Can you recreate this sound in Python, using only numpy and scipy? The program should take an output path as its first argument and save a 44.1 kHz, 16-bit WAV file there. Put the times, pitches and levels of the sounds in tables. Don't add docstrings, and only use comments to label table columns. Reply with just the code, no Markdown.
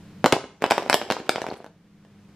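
import sys
import numpy as np
from scipy import signal
from scipy.fft import rfft, irfft
from scipy.io import wavfile
from scipy.ndimage import uniform_filter1d

SR = 44100
rng = np.random.default_rng(int(sys.argv[2]) if len(sys.argv) > 2 else 0)


def digitize_waveform(pressure):
    field = np.atleast_2d(pressure).T
    bounded = np.clip(field, -1, 1)
    quanta = np.round(bounded * 32767).astype(np.int16)
    wavfile.write(sys.argv[1], SR, quanta)


N = 103635
BLOW_S, LOUD_S = .2, .005


def amp(db):
    return 10 ** (np.asarray(db) / 20)


def curve(points, hz):
    f, v = np.array(points).T
    return np.interp(np.log(hz + 1), np.log(f), v)


def fade(t, t60):
    return np.exp(-np.log(1000) * t / t60)


def unit(x):
    return x / np.sqrt(np.mean(np.sum(x ** 2, axis=-1)) / (LOUD_S * SR))


def add(out, start_s, sound):
    i = int(start_s * SR)
    out[:, i:i + sound.shape[-1]] += sound


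def noise(size, points, apart_hz=6000):
    hz = np.fft.rfftfreq(size, 1 / SR)
    mid, side = rfft(rng.standard_normal((2, size)))
    share = np.clip(np.hypot(0.066, hz / apart_hz), 0, 1)
    both = (mid + np.array([[1], [-1]]) * share * side) / np.sqrt(1 + share ** 2)
    return irfft(both * amp(curve(points, hz)), size)


def ping(hz, t60):
    t = np.arange(int(BLOW_S * SR)) / SR
    return unit(np.sin(2 * np.pi * hz * t) * (1 - np.exp(-2 * hz * t)) * fade(t, t60))


# pitch_hz, level_db
MAINS_HUM = [(50, -66), (99, -56), (203, -50.5), (300, -59.5)]
# frequency_hz, relative_density_db
AIR_SPECTRUM = [(25, -21), (70, -21.5), (120, -11.5), (175, -2), (250, -16.5), (420, -20), (700, -27),
                (2000, -31), (6000, -39.5), (14000, -51.5)]
AIR_DB, HUM_WAVER = -47.5, .25


def room_tone():
    t = np.arange(N) / SR
    air, hum = noise(N, AIR_SPECTRUM), 0
    for hz, db in MAINS_HUM:
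        waver = np.interp(t, np.linspace(0, t[-1], 16), rng.standard_normal(16))
        tone = np.sqrt(2) * np.sin(2 * np.pi * (hz * t + rng.random()))
        hum = hum + amp(db) * (1 + HUM_WAVER * waver) * tone
    return hum + amp(AIR_DB) * air / air.std()


# frequency_hz, gain_db
REVERB_SPECTRUM = [(80, -11), (200, -18), (450, -11.5), (900, -14), (1800, -11.5), (3500, -8.5),
                   (7000, -4.5), (14000, -9)]
# frequency_hz, t60_s
REVERB_DECAY = [(150, 0.51), (500, 0.33), (1200, 0.43), (3000, .38), (7000, 0.36), (14000, 0.17)]
ROOM_DELAY_S, ROOM_CHANGE_S = 0.0047, .08


def reverberation(x):
    t = np.arange(SR // 2) / SR
    hz = np.fft.rfftfreq(len(t), 1 / SR)
    centres = [f for f, _ in REVERB_DECAY]
    bands = np.array([curve([(f, f == centre) for f in centres], hz) for centre in centres])
    decays = np.array([fade(t, t60) * (t > ROOM_DELAY_S) for _, t60 in REVERB_DECAY])
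    decays /= np.linalg.norm(decays, axis=1, keepdims=True)
    hop = int(ROOM_CHANGE_S * SR)
    source = np.pad(x.mean(axis=0), (0, 2 * hop))
    out = np.zeros((2, N + SR))
    for i in range(0, N, hop):
        wash = rfft(noise(len(t), REVERB_SPECTRUM))
        tail = np.sum(irfft(wash[:, None] * bands, len(t)) * decays, axis=1)
        piece = source[i:i + 2 * hop] * signal.windows.cosine(2 * hop)
        add(out, i / SR, signal.fftconvolve(piece[None], tail, axes=1))
    return out[:, :N]


def near_reflections(hit, gain_db=-9.5, t60_s=0.11, delay_s=0.0033):
    t = np.arange(hit.shape[1]) / SR
    decay = fade(t, t60_s) * (t > delay_s)
    echoes = noise(len(t), [(150, -1), (600, 1.5), (8000, 3.5)]) * decay / np.linalg.norm(decay)
    scatter = signal.fftconvolve(hit.mean(axis=0)[None], echoes, axes=1)[:, :len(t)]
    return hit + amp(gain_db) * scatter


# peak_s, level_db, centre_hz, half_width_s
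FINGER_RUBS = [(0.572, -60, 6000, .045), (1.576, -49.5, 9230, .015)]


def fingers():
    t, out = np.arange(N) / SR, 0
    edge = 2 ** .8
    for peak_s, db, hz, half_width_s in FINGER_RUBS:
        hiss = noise(N, [(hz / edge ** 2, -40), (hz, 0), (hz * edge, -20)])
        swell = np.exp(-((t - peak_s) / half_width_s) ** 2)
        out = out + amp(db) * hiss / hiss.std() * swell
    return out


# time_s, level_db
SLIDE_LEVEL = [(.58, -90), (.617, -24.5), (.68, -28), (.85, -32.5), (.935, -24), (1.05, -27), (1.26, -32),
               (1.38, -30), (1.52, -30.5), (1.66, -49), (1.74, -78.5)]
# frequency_hz, relative_density_db
SLIDE_SPECTRUM = [(100, -10.5), (350, -3), (800, -7), (1500, -12.5), (3000, -15.5), (6000, -26),
                  (10000, -35.5), (15000, -42)]


def slide(grains_per_s=410, rough_db=7.5):
    t = np.arange(N) / SR
    grain = np.interp(t * grains_per_s, np.arange(N), rng.standard_normal(N))
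    scuff = noise(N, SLIDE_SPECTRUM) * amp(rough_db * grain)
    level_db = np.interp(t, *np.array(SLIDE_LEVEL).T)
    return scuff / scuff.std() * amp(level_db)


def tumble(bumps_per_s=85, above_slide_db=2.5, centre_hz=520, spread_oct=.7):
    out = np.zeros((2, N + SR))
    for when, pitch in rng.random((int(bumps_per_s * N / SR), 2)):
        start_s = when * N / SR
        db = above_slide_db + np.interp(start_s, *np.array(SLIDE_LEVEL).T)
        hz = centre_hz * 2 ** (spread_oct * (2 * pitch - 1))
        add(out, start_s, amp(db) * ping(hz, t60=0.019))
    return out[:, :N]


# pitch_hz, relative_level_db, t60_s
SHELL_MODES = [(544, -31, .09), (745, -24, 0.033), (950, -22.5, 0.21), (1170, -29.5, 0.016),
               (1150, 12.5, 0.0018), (1687, 9.5, 0.0048), (1895, -2.5, 0.013), (2260, 3, 0.0059),
               (2725, -5, 0.014), (2956, -6, 0.018), (3467, -8, 0.011), (3950, -9.5, 0.012),
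               (4670, -10.5, 0.0091), (5330, -11, 0.01)]
# frequency_hz, relative_density_db
CRACK_SPECTRUM = [(500, -27.5), (1500, 4.5), (3500, -6), (5500, -8), (7500, -9), (10000, -14), (13500, -16),
                  (16000, -34)]
THUD_HZ, THUD_DB, THUD_DB_PER_OCT, CONTACT_S = 245.5, 17, -16.5, 0.00013
PLACE_DB, PLACE_DETUNE = 1.5, .04
SOFT_HZ, SOFT_TILT = 1150, 0.81
LIGHT_DB, DULL_HZ, DULL_TILT = -4.5, 4000, .2


def blow(db, knock_hz, ring_db, crack_db):
    t = np.arange(int(BLOW_S * SR)) / SR
    mode = lambda hz, t60: np.sin(2 * np.pi * hz * t) * fade(t, t60)
    knock = t * mode(knock_hz, t60=0.0035)
    thud = (1 - np.exp(-t / CONTACT_S)) * mode(THUD_HZ, t60=0.0099)
    thud_db = THUD_DB + THUD_DB_PER_OCT * np.log2(knock_hz / THUD_HZ)
    ring = 0
    for k, (hz, mode_db, t60) in enumerate(SHELL_MODES):
        louder, sharper = rng.standard_normal(2)
        tilt_db = SOFT_TILT * (ring_db + 6) * np.log2(max(hz / SOFT_HZ, 1))
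        gain = (-1) ** k * amp(mode_db + PLACE_DB * louder + tilt_db)
        ring = ring + gain * mode(hz * (1 + PLACE_DETUNE * sharper), t60)
    dull_db_per_oct = DULL_TILT * min(db - LIGHT_DB, 0)
    colour = [(f, level + dull_db_per_oct * np.log2(max(f / DULL_HZ, 1))) for f, level in CRACK_SPECTRUM]
    crack = noise(len(t), colour, apart_hz=10500) * fade(t, t60=.0095)
    body = unit(knock) - amp(thud_db) * unit(thud)
    return body + amp(ring_db) * unit(ring) + amp(crack_db) * unit(crack)


# start_s, knock_db, knock_hz, ring_db, crack_db
TOY_BLOWS = [ (0.2427, -1, 562, -8, -15.5), (0.2492, -5.5, 600, -22, -37), (0.2598, 1.5, 816, -8.5, -6),
             (0.2662, -10.5, 495, -6, -32), (.324, -4.5, 746, 1, -3), (.3272, 1, 488, -6, -12.5),
             (0.3349, -1.5, 755, -37, -25), (0.3656, -5.5, 676, -36, -32), (0.441, -20.5, 513, -8.5, -32),
             (0.6217, -10.5, 550, -13, -8.5), (0.6403, -2, 746, -5.5, -16.5),
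             (0.6568, -19, 694, -27, -19.5), (0.7032, -24, 790, 1, 2), (.708, -13.5, 770, 5, -7.5),
             (0.7101, -3.5, 724, -28, -7.5), (.719, -3.5, 780, -5.5, -22.5), (0.7798, -6, 770, -7, -15.5),
             (.823, -21.5, 650, -9, -16), (.8623, -20.5, 664, -12.5, -21), (.898, -6, 786, -4, -3),
             (.9289, -14, 611, 4, 0.5), (0.9427, 5.5, 712, -3, -3), (1.0151, -8.5, 680, -4.5, -17.5),
             (1.102, -1, 767, -5, -13.5), (1.1109, -2, 546, -4, -10.5), (1.1218, -14.5, 880, 4, 3.5),
             (1.1669, -10, 864, -10.5, -31), (1.2011, -15.5, 485, -9.5, -17),
             (1.214, -22.5, 577.6, -17.5, -23.5), (1.293, -3, 635, -7, -3.5), (1.3588, -9, 660, -3.5, -14),
             (1.3819, -13, 770, -10.5, -16), (1.4176, -11.5, 650, -9.5, -7.5),
             (1.442, -14, 835, -19.5, -25), (1.466, -13.5, 730, -9, -13.5), (1.4872, -15.5, 520, -16, -19),
             (1.5137, -16.5, 735, -12.5, -24), (1.5233, -16, 500, -27.5, -28),
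             (1.603, -26.5, 620, -20, -23), (1.6439, -26, 698, -12.5, -12.5),
             (1.6635, -29.5, 660, -11.5, -10.5), (2.0497, -48, 650, -11.5, -4.5)]
# start_s, level_db, pitch_hz
HOLLOW_SPOTS = [(.2426, -1.5, 255), (.2426, -9, 740), (.2603, 0, 510), (.3268, -3, 418.7),
                (.3265, -16.5, 1650), (.7098, -10.5, 700), (.7796, -23.5, 1450), (.794, -16.5, 400),
                (.8985, -12, 1030), (.9428, -10.5, 660), (1.2932, -5.5, 760), (1.2932, -2.5, 1380),
                (1.2936, -15, 1680), (1.2932, -7.5, 3500)]
# start_s, level_db, pitch_hz
TOY_TICKS = [(0.7204, -17.5, 5500), (0.9423, 1, 2950), (1.2940, -10, 4860), (1.4188, -28.5, 6000),
             (1.5024, -28, 4320)]
LOW_CUT_HZ = 85


def egg():
    hits = np.zeros((2, N + SR))
    for start_s, db, knock_hz, ring_db, crack_db in TOY_BLOWS:
        add(hits, start_s, amp(db) * near_reflections(blow(db, knock_hz, ring_db, crack_db)))
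    for start_s, db, hz in HOLLOW_SPOTS:
        add(hits, start_s, amp(db) * ping(hz, t60=13 / hz))
    for start_s, db, hz in TOY_TICKS:
        add(hits, start_s, amp(db) * ping(hz, t60=.008))
    low_cut = signal.butter(2, LOW_CUT_HZ, "high", fs=SR, output="sos")
    return signal.sosfilt(low_cut, hits[:, :N] + slide() + tumble())


def scene():
    rattle = egg() + fingers()
    return rattle + reverberation(rattle) + room_tone()


CEILING_DB, RECOVER_DB_PER_S, TOP_HZ = -10, 10.5, 15200


def record(dry):
    power = uniform_filter1d(dry.mean(axis=0) ** 2, int(LOUD_S * SR))
    over_db = np.maximum(10 * np.log10(np.abs(power) + 1e-12) - CEILING_DB, 0)
    recovery_db = RECOVER_DB_PER_S * np.arange(N) / SR
    duck_db = np.maximum.accumulate(over_db + recovery_db) - recovery_db
    clipped = np.clip(dry * amp(-duck_db), -1, 1)
    top_cut = signal.ellip(8, .2, 80, TOP_HZ, fs=SR, output="sos")
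    return signal.sosfilt(top_cut, clipped)


dry = scene()
out = record(dry)
digitize_waveform(out)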